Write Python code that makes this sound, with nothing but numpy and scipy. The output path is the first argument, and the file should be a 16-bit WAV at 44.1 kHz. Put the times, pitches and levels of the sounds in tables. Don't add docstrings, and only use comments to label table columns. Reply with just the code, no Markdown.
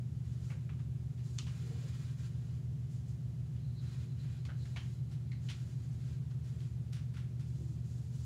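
import sys
import numpy as np
from scipy import signal
from scipy.fft import rfft, irfft, next_fast_len
from scipy.io import wavfile
from scipy.ndimage import map_coordinates

SR = 44100
rng = np.random.default_rng(int(sys.argv[2]) if len(sys.argv) > 2 else 0)


def transcribe(u):
    v = np.clip(np.atleast_2d(u).T, -1, 1)
    q = np.round(v * 32767).astype(np.int16)
    wavfile.write(sys.argv[1], SR, q)


N = 363825


def amp(db):
    return 10 ** (np.asarray(db) / 20)


def unit(x):
    return x / np.sqrt(np.mean(x ** 2) + 1e-30)


def along(points, hz):
    f, value = np.transpose(points)
    return np.interp(np.log(hz + 1), np.log(f + 1), value)


def wobble(rate):
    knots = rng.standard_normal(int(N * rate / SR) + 4)
    return map_coordinates(knots, [np.arange(N) * rate / SR])


def filtered(x, response):
    size = next_fast_len(len(x) + 8192)
    hz = np.fft.rfftfreq(size, 1 / SR)
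    return irfft(rfft(x, size) * response(hz), size)[:len(x)]


def noise(response):
    return filtered(rng.standard_normal(N) * np.sqrt(SR / 2), response)


def resonance(hz, centre, width):
    return (1j * hz * width / (centre ** 2 - hz ** 2 + 1j * hz * width)) ** 2


def add(track, s, sound):
    part = track[max(round(s * SR), 0):][:len(sound)]
    part += sound[:len(part)]


def tones(lines, base_hz, clock):
    out = 0
    for multiple, db in lines:
        cycles = multiple * base_hz * clock + rng.random()
        out = out + amp(db) * np.sin(2 * np.pi * cycles)
    return np.sqrt(2) * out


BELT_HZ, MAINS_HZ = 6.675, 60
# (multiple of the belt's turn rate, level/dB rms before it wavers)
BELT_PARTIALS = [(9, -75.5), (10, -66), (11, -55.5), (12, -54.5), (13, -64), (14, -56), (15, -64.5),
                 (16, -61), (17, -64), (19, -50.5), (20, -58.5), (21, -48), (22, -57.5), (23, -56),
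                 (24, -69), (25, -55), (26, -73.5), (28, -70), (29, -65), (31, -68.5), (32, -80)]
# (multiple of the mains frequency, level/dB rms)
MAINS_PARTIALS = [(2, -42.5), (4, -65), (6, -72.5)]
# (f/Hz, level/dB rms)
SHAFT_TONES = [(58.3, -73.5), (86.3, -58), (100.9, -59.5), (148.1, -58), (154.7, -60.5)]


def hum():
    t = np.arange(N) / SR
    slip = 0.00036 * wobble(1.495)
    lights = tones(MAINS_PARTIALS, MAINS_HZ, t)
    out = lights + tones(SHAFT_TONES, 1, t + slip)
    for partial in BELT_PARTIALS:
        eddies = amp(0.55 * wobble(2.91))
        out += eddies * tones([partial], BELT_HZ, t + slip)
    return out


# (f/Hz, level/dB per Hz)
DUCT_RUMBLE = [(20, -108), (36, -104), (48, -90), (72, -68), (95, -80), (112, -75.5), (150, -67),
               (185, -83.5), (212, -79.5), (260, -87.5), (370, -92.5), (520, -100), (900, -112),
               (2000, -135)]
# (f/Hz, level/dB per Hz)
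VENT_HISS = [(200, -120), (650, -101), (1000, -108), (1800, -110.5), (3000, -111.5), (5000, -115),
             (7000, -115), (8200, -118), (11000, -120.5), (15500, -127)]
# (f/Hz, width of each resonator/Hz, peak level/dB per Hz)
DUCT_RESONANCES = [(451, 8.4, -89), (372, 14.5, -89.5)]


def air():
    rumble = noise(lambda hz: amp(along(DUCT_RUMBLE, hz)))
    hollow = noise(lambda hz: sum(amp(db) * resonance(hz, centre, width)
                                  for centre, width, db in DUCT_RESONANCES))
    hiss = noise(lambda hz: amp(along(VENT_HISS, hz)))
    return rumble + hollow + hiss


def nearby_surfaces(x):
    count, echo = 8, 0.17
    delays = rng.uniform(0.002, 0.02, count)

    def ripple(hz):
        return 1 + echo * sum(np.exp(-2j * np.pi * hz * d) for d in delays)
    return filtered(x, ripple) / np.sqrt(1 + count * echo ** 2)


# (start t/s, length t/s, rub level/dB, edge hiss level/dB)
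PAPER_STROKES = [(0.21, 0.2, -74.5, -75), (0.4, 0.12, -72, -68.5), (1.21, 0.26, -77, -68),
                 (1.48, .62, -66, -68), (2.152, .11, -67, -68.5), (2.277, 0.29, -75, -78),
                 (2.873, .09, -83, -71), (3.042, 0.059, -85, -70.5), (3.797, 0.24, -67, -70.5),
                 (4.155, 0.22, -68.5, -74.5), (4.548, 0.39, -74, -72), (5.398, 0.32, -72, -70.5),
                 (5.744, 0.24, -77.5, -75), (5.97, .16, -70, -72.5), (6.407, 0.27, -74, -75.5),
                 (7.437, 0.3, -89, -73), (7.826, 0.26, -98, -72), (8.111, 0.15, -76, -66.5)]
# (f/Hz, level/dB)
RUB_COLOUR = [(300, -5.5), (700, -4), (1300, 6.5), (2200, 4), (3000, 4), (4200, 2.5), (5200, -1),
              (7000, -26), (12000, -22)]
# (f/Hz, level/dB)
EDGE_COLOUR = [(2500, -11), (4500, -1), (5800, -1.5), (7000, 3), (8000, -4.5), (10000, -8.5),
               (15500, -21.5)]
# (peak t/s, level/dB)
PAPER_RINGS = [(3.74, -70), (4.63, -76.5)]
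STROKE_ATTACK_S, STROKE_RELEASE_S = 0.046, 0.051
DRIFT_RUB_DB, DRIFT_EDGE_DB = -80, -80.5
RING_HZ, RING_RISE_DB_PER_S, RING_FALL_DB_PER_S = 4080, 95, 25


def paper():
    t = np.arange(N) / SR
    rub_power, edge_power = amp(DRIFT_RUB_DB) ** 2, amp(DRIFT_EDGE_DB) ** 2
    for s, length, rub_db, edge_db in PAPER_STROKES:
        attack = np.clip((t - s) / STROKE_ATTACK_S, 0, 1)
        release = np.exp(-np.maximum(t - s - length, 0) / STROKE_RELEASE_S)
        speed = attack * release
        rub_power = rub_power + (amp(rub_db) * speed) ** 2
        edge_power = edge_power + (amp(edge_db) * speed) ** 2
    catch = amp(1.1 * wobble(45))
    rub = unit(noise(lambda hz: amp(along(RUB_COLOUR, hz)))) * np.sqrt(rub_power)
    edge = unit(noise(lambda hz: amp(along(EDGE_COLOUR, hz)))) * np.sqrt(edge_power)
    swell = 0
    for s, db in PAPER_RINGS:
        drop_db = np.maximum((s - t) * RING_RISE_DB_PER_S, (t - s) * RING_FALL_DB_PER_S)
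        swell = swell + amp(db - drop_db)
    flutter = amp(4.7 * wobble(30))
    ring = unit(noise(lambda hz: resonance(hz, RING_HZ, 550))) * swell * flutter
    return nearby_surfaces(catch * (rub + edge) + ring)


# (f/Hz, decay by 60 dB t/s)
ROOM_DECAY = [(300, 0.32), (1500, 0.33), (4000, 0.31), (8000, 0.31), (15000, 0.05)]


def room_tail():
    hz, t, grains = signal.stft(rng.standard_normal(SR // 2), SR, nperseg=256)
    fade = amp(-60 * t / along(ROOM_DECAY, hz)[:, None])
    tail = signal.istft(grains * fade, SR, nperseg=256)[1][:SR // 2]
    return tail / np.linalg.norm(tail)


def touch(contact, room_db):
    t = np.arange(SR // 2) / SR
    rise = 1 - np.exp(-t / (0.12 * contact))
    chatter = unit(amp(2.5 * map_coordinates(rng.standard_normal(400), [t * 700])))
    early = chatter * rng.standard_normal(len(t)) * amp(-8 * t / (contact + 0.009))
    late = amp(room_db) * room_tail() * (1 - np.exp(-t / contact))
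    return rise * (early + late)


# (f/Hz, share from 0 to 1)
BASS_REACH = [(600, 1), (1400, .6), (2800, 0)]
# (f/Hz, share from 0 to 1)
TREBLE_REACH = [(2800, 0), (6000, 1)]


def touch_colour(hz, colour, bass_db, treble_db):
    return amp(along(colour, hz) + bass_db * along(BASS_REACH, hz) + treble_db * along(TREBLE_REACH, hz))


# (t/s, level/dB, bass level/dB, treble level/dB, contact t/s, ring f/Hz, ring level/dB)
TAP_EVENTS = [(.497, -48, 7.5, -22, 0.028, 2160, -4), (.691, -47.5, 0, -15, .009, 1230, -8),
              (.789, -56, 8, -1, 0.0067, 3220, -8), (1.175, -57, -6, 3, 0.026, 1960, -12),
              (1.464, -47, 1.5, 1.5, 0.021, 2780, -7), (3.561, -58, -8, 0, .0072, 3040, -4),
              (4.451, -51, 5, 8.5, 0.0081, 2250, -2), (4.486, -53.5, 15.5, -3, 0.021, 1510, 0.5),
              (4.652, -52.5, 0, 4, 0.011, 1660, -3), (4.761, -42.5, 5.5, 0, 0.0034, 2160, -1),
              (4.767, -37.8, -3, -4, 0.0073, 3150, 0), (5.314, -50.5, -3, 2, 0.0088, 2060, 9),
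              (5.486, -39, -10, -2, 0.0055, 3060, -3), (5.498, -40, -1, 6.5, 0.0077, 3500, -7),
              (6.305, -63.5, 13, 10, 0.015, 1580, -3)]
# (f/Hz, level/dB)
TAP_SPECTRUM = [(150, -33), (600, -5.5), (1400, -1.5), (2800, 1), (6000, -10), (7000, -15), (8200, -19),
                (11000, -25.5), (16000, -49)]


def taps():
    out = np.zeros(N)
    for s, db, bass_db, treble_db, contact, ring_hz, ring_db in TAP_EVENTS:
        def body(hz):
            main = resonance(hz, ring_hz, 590)
            octave = 0.65 * resonance(hz, 2.01 * ring_hz, 650)
            modes = 1 + amp(ring_db) * (main + octave)
            return touch_colour(hz, TAP_SPECTRUM, bass_db, treble_db) * modes
        burst = touch(max(contact, 0.002), room_db=21.5)
        add(out, s, amp(db) * filtered(burst, body))
    return out


# (peak t/s, t/s from peak to 1/e^2, pitch f/Hz, width of each resonator/Hz, peak level/dB rms)
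FLOOR_SCRAPES = [(0.533, 0.056, 520, 150, -64.5), (1.735, 0.14, 460, 25, -64), (1.75, 0.3, 370, 202, -63.5),
                 (1.737, 0.11, 750, 140, -72), (1.848, 0.038, 540, 131, -63.5),
                 (7.617, 0.041, 430, 150, -65), (7.657, 0.13, 323, 70, -62.5)]


def scrapes():
    t, out = np.arange(N) / SR, np.zeros(N)
    for s, length, pitch_hz, width, db in FLOOR_SCRAPES:
        swell = np.exp(-2 * ((t - s) / length) ** 2)
        rub = unit(noise(lambda hz: resonance(hz, pitch_hz, width)))
        out += amp(db) * swell * rub
    return out


# (t/s, level/dB before the ring and echo take their own gains)
CLICK_EVENT = (1.3872, -28.5)
# (f/Hz, relative level/dB before the band-pass, decay by 60 dB t/s)
PLASTIC_MODES = [(1300, -27, 0.014), (2600, -23, 0.017), (3610, -3.5, 0.018), (4460, -0.5, 0.011),
                 (5430, -16, 0.0038), (6200, 9, 0.0034), (6980, -5, 0.013), (7400, -29, 0.0086)]
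# (f/Hz, level/dB)
ECHO_COLOUR = [(400, -30), (800, -16), (1200, 1), (1800, -8), (2700, 5), (4400, 2), (7000, -1), (8500, -9),
               (15000, -37)]


def click():
    out, t = np.zeros(N), np.arange(SR // 2) / SR
    s, db = CLICK_EVENT
    ring = sum(amp(level - 60 * t / t60) * np.sin(2 * np.pi * hz * t) for hz, level, t60 in PLASTIC_MODES)
    low_hz, soft_hz = 950, 8400
    band = signal.butter(4, [low_hz, soft_hz], "bandpass", fs=SR, output="sos")
    ring = signal.sosfilt(band, ring)
    ring *= 1.6 / np.abs(ring).max()
    add(out, s - 0.0033, amp(db - 14) * ring)
    add(out, s, amp(db) * ring)
    near_walls = 1 + 0.88 * np.exp(-t / 0.011)
    echo = filtered(room_tail() * near_walls, lambda hz: amp(along(ECHO_COLOUR, hz)))
    add(out, s + 0.0043, amp(db + 7.5) * echo)
    return out


# (t/s, level/dB, treble level/dB)
FLICK_EVENTS = [(5.111, -56, 2), (6.44, -64, 9), (6.6, -57.5, 2), (6.925, -48, 3), (6.966, -52.5, -6),
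                (7.137, -51, -3), (7.164, -48.5, -5), (7.214, -61, -13), (7.393, -56, 2.5)]
# (f/Hz, level/dB)
FLICK_SPECTRUM = [(150, -38), (600, -17), (1400, 2), (2000, -0.5), (2800, 0), (6000, -5), (7000, -10),
                  (8200, -10), (11000, -15), (16000, -31)]
FLICK_CONTACT_S = 0.026


def flicks():
    out = np.zeros(N)
    for s, db, treble_db in FLICK_EVENTS:
        burst = touch(FLICK_CONTACT_S, room_db=25)
        sheet = filtered(burst, lambda hz: touch_colour(hz, FLICK_SPECTRUM, 0, treble_db))
        add(out, s, amp(db) * sheet)
    return out


def scene():
    return (hum() + air() + paper() + taps() + scrapes() + click() + flicks())[None]


TOP_HZ = 15720


def record(dry):
    return np.array([filtered(channel, lambda hz: hz < TOP_HZ) for channel in dry])


dry = scene()
out = record(dry)
transcribe(out)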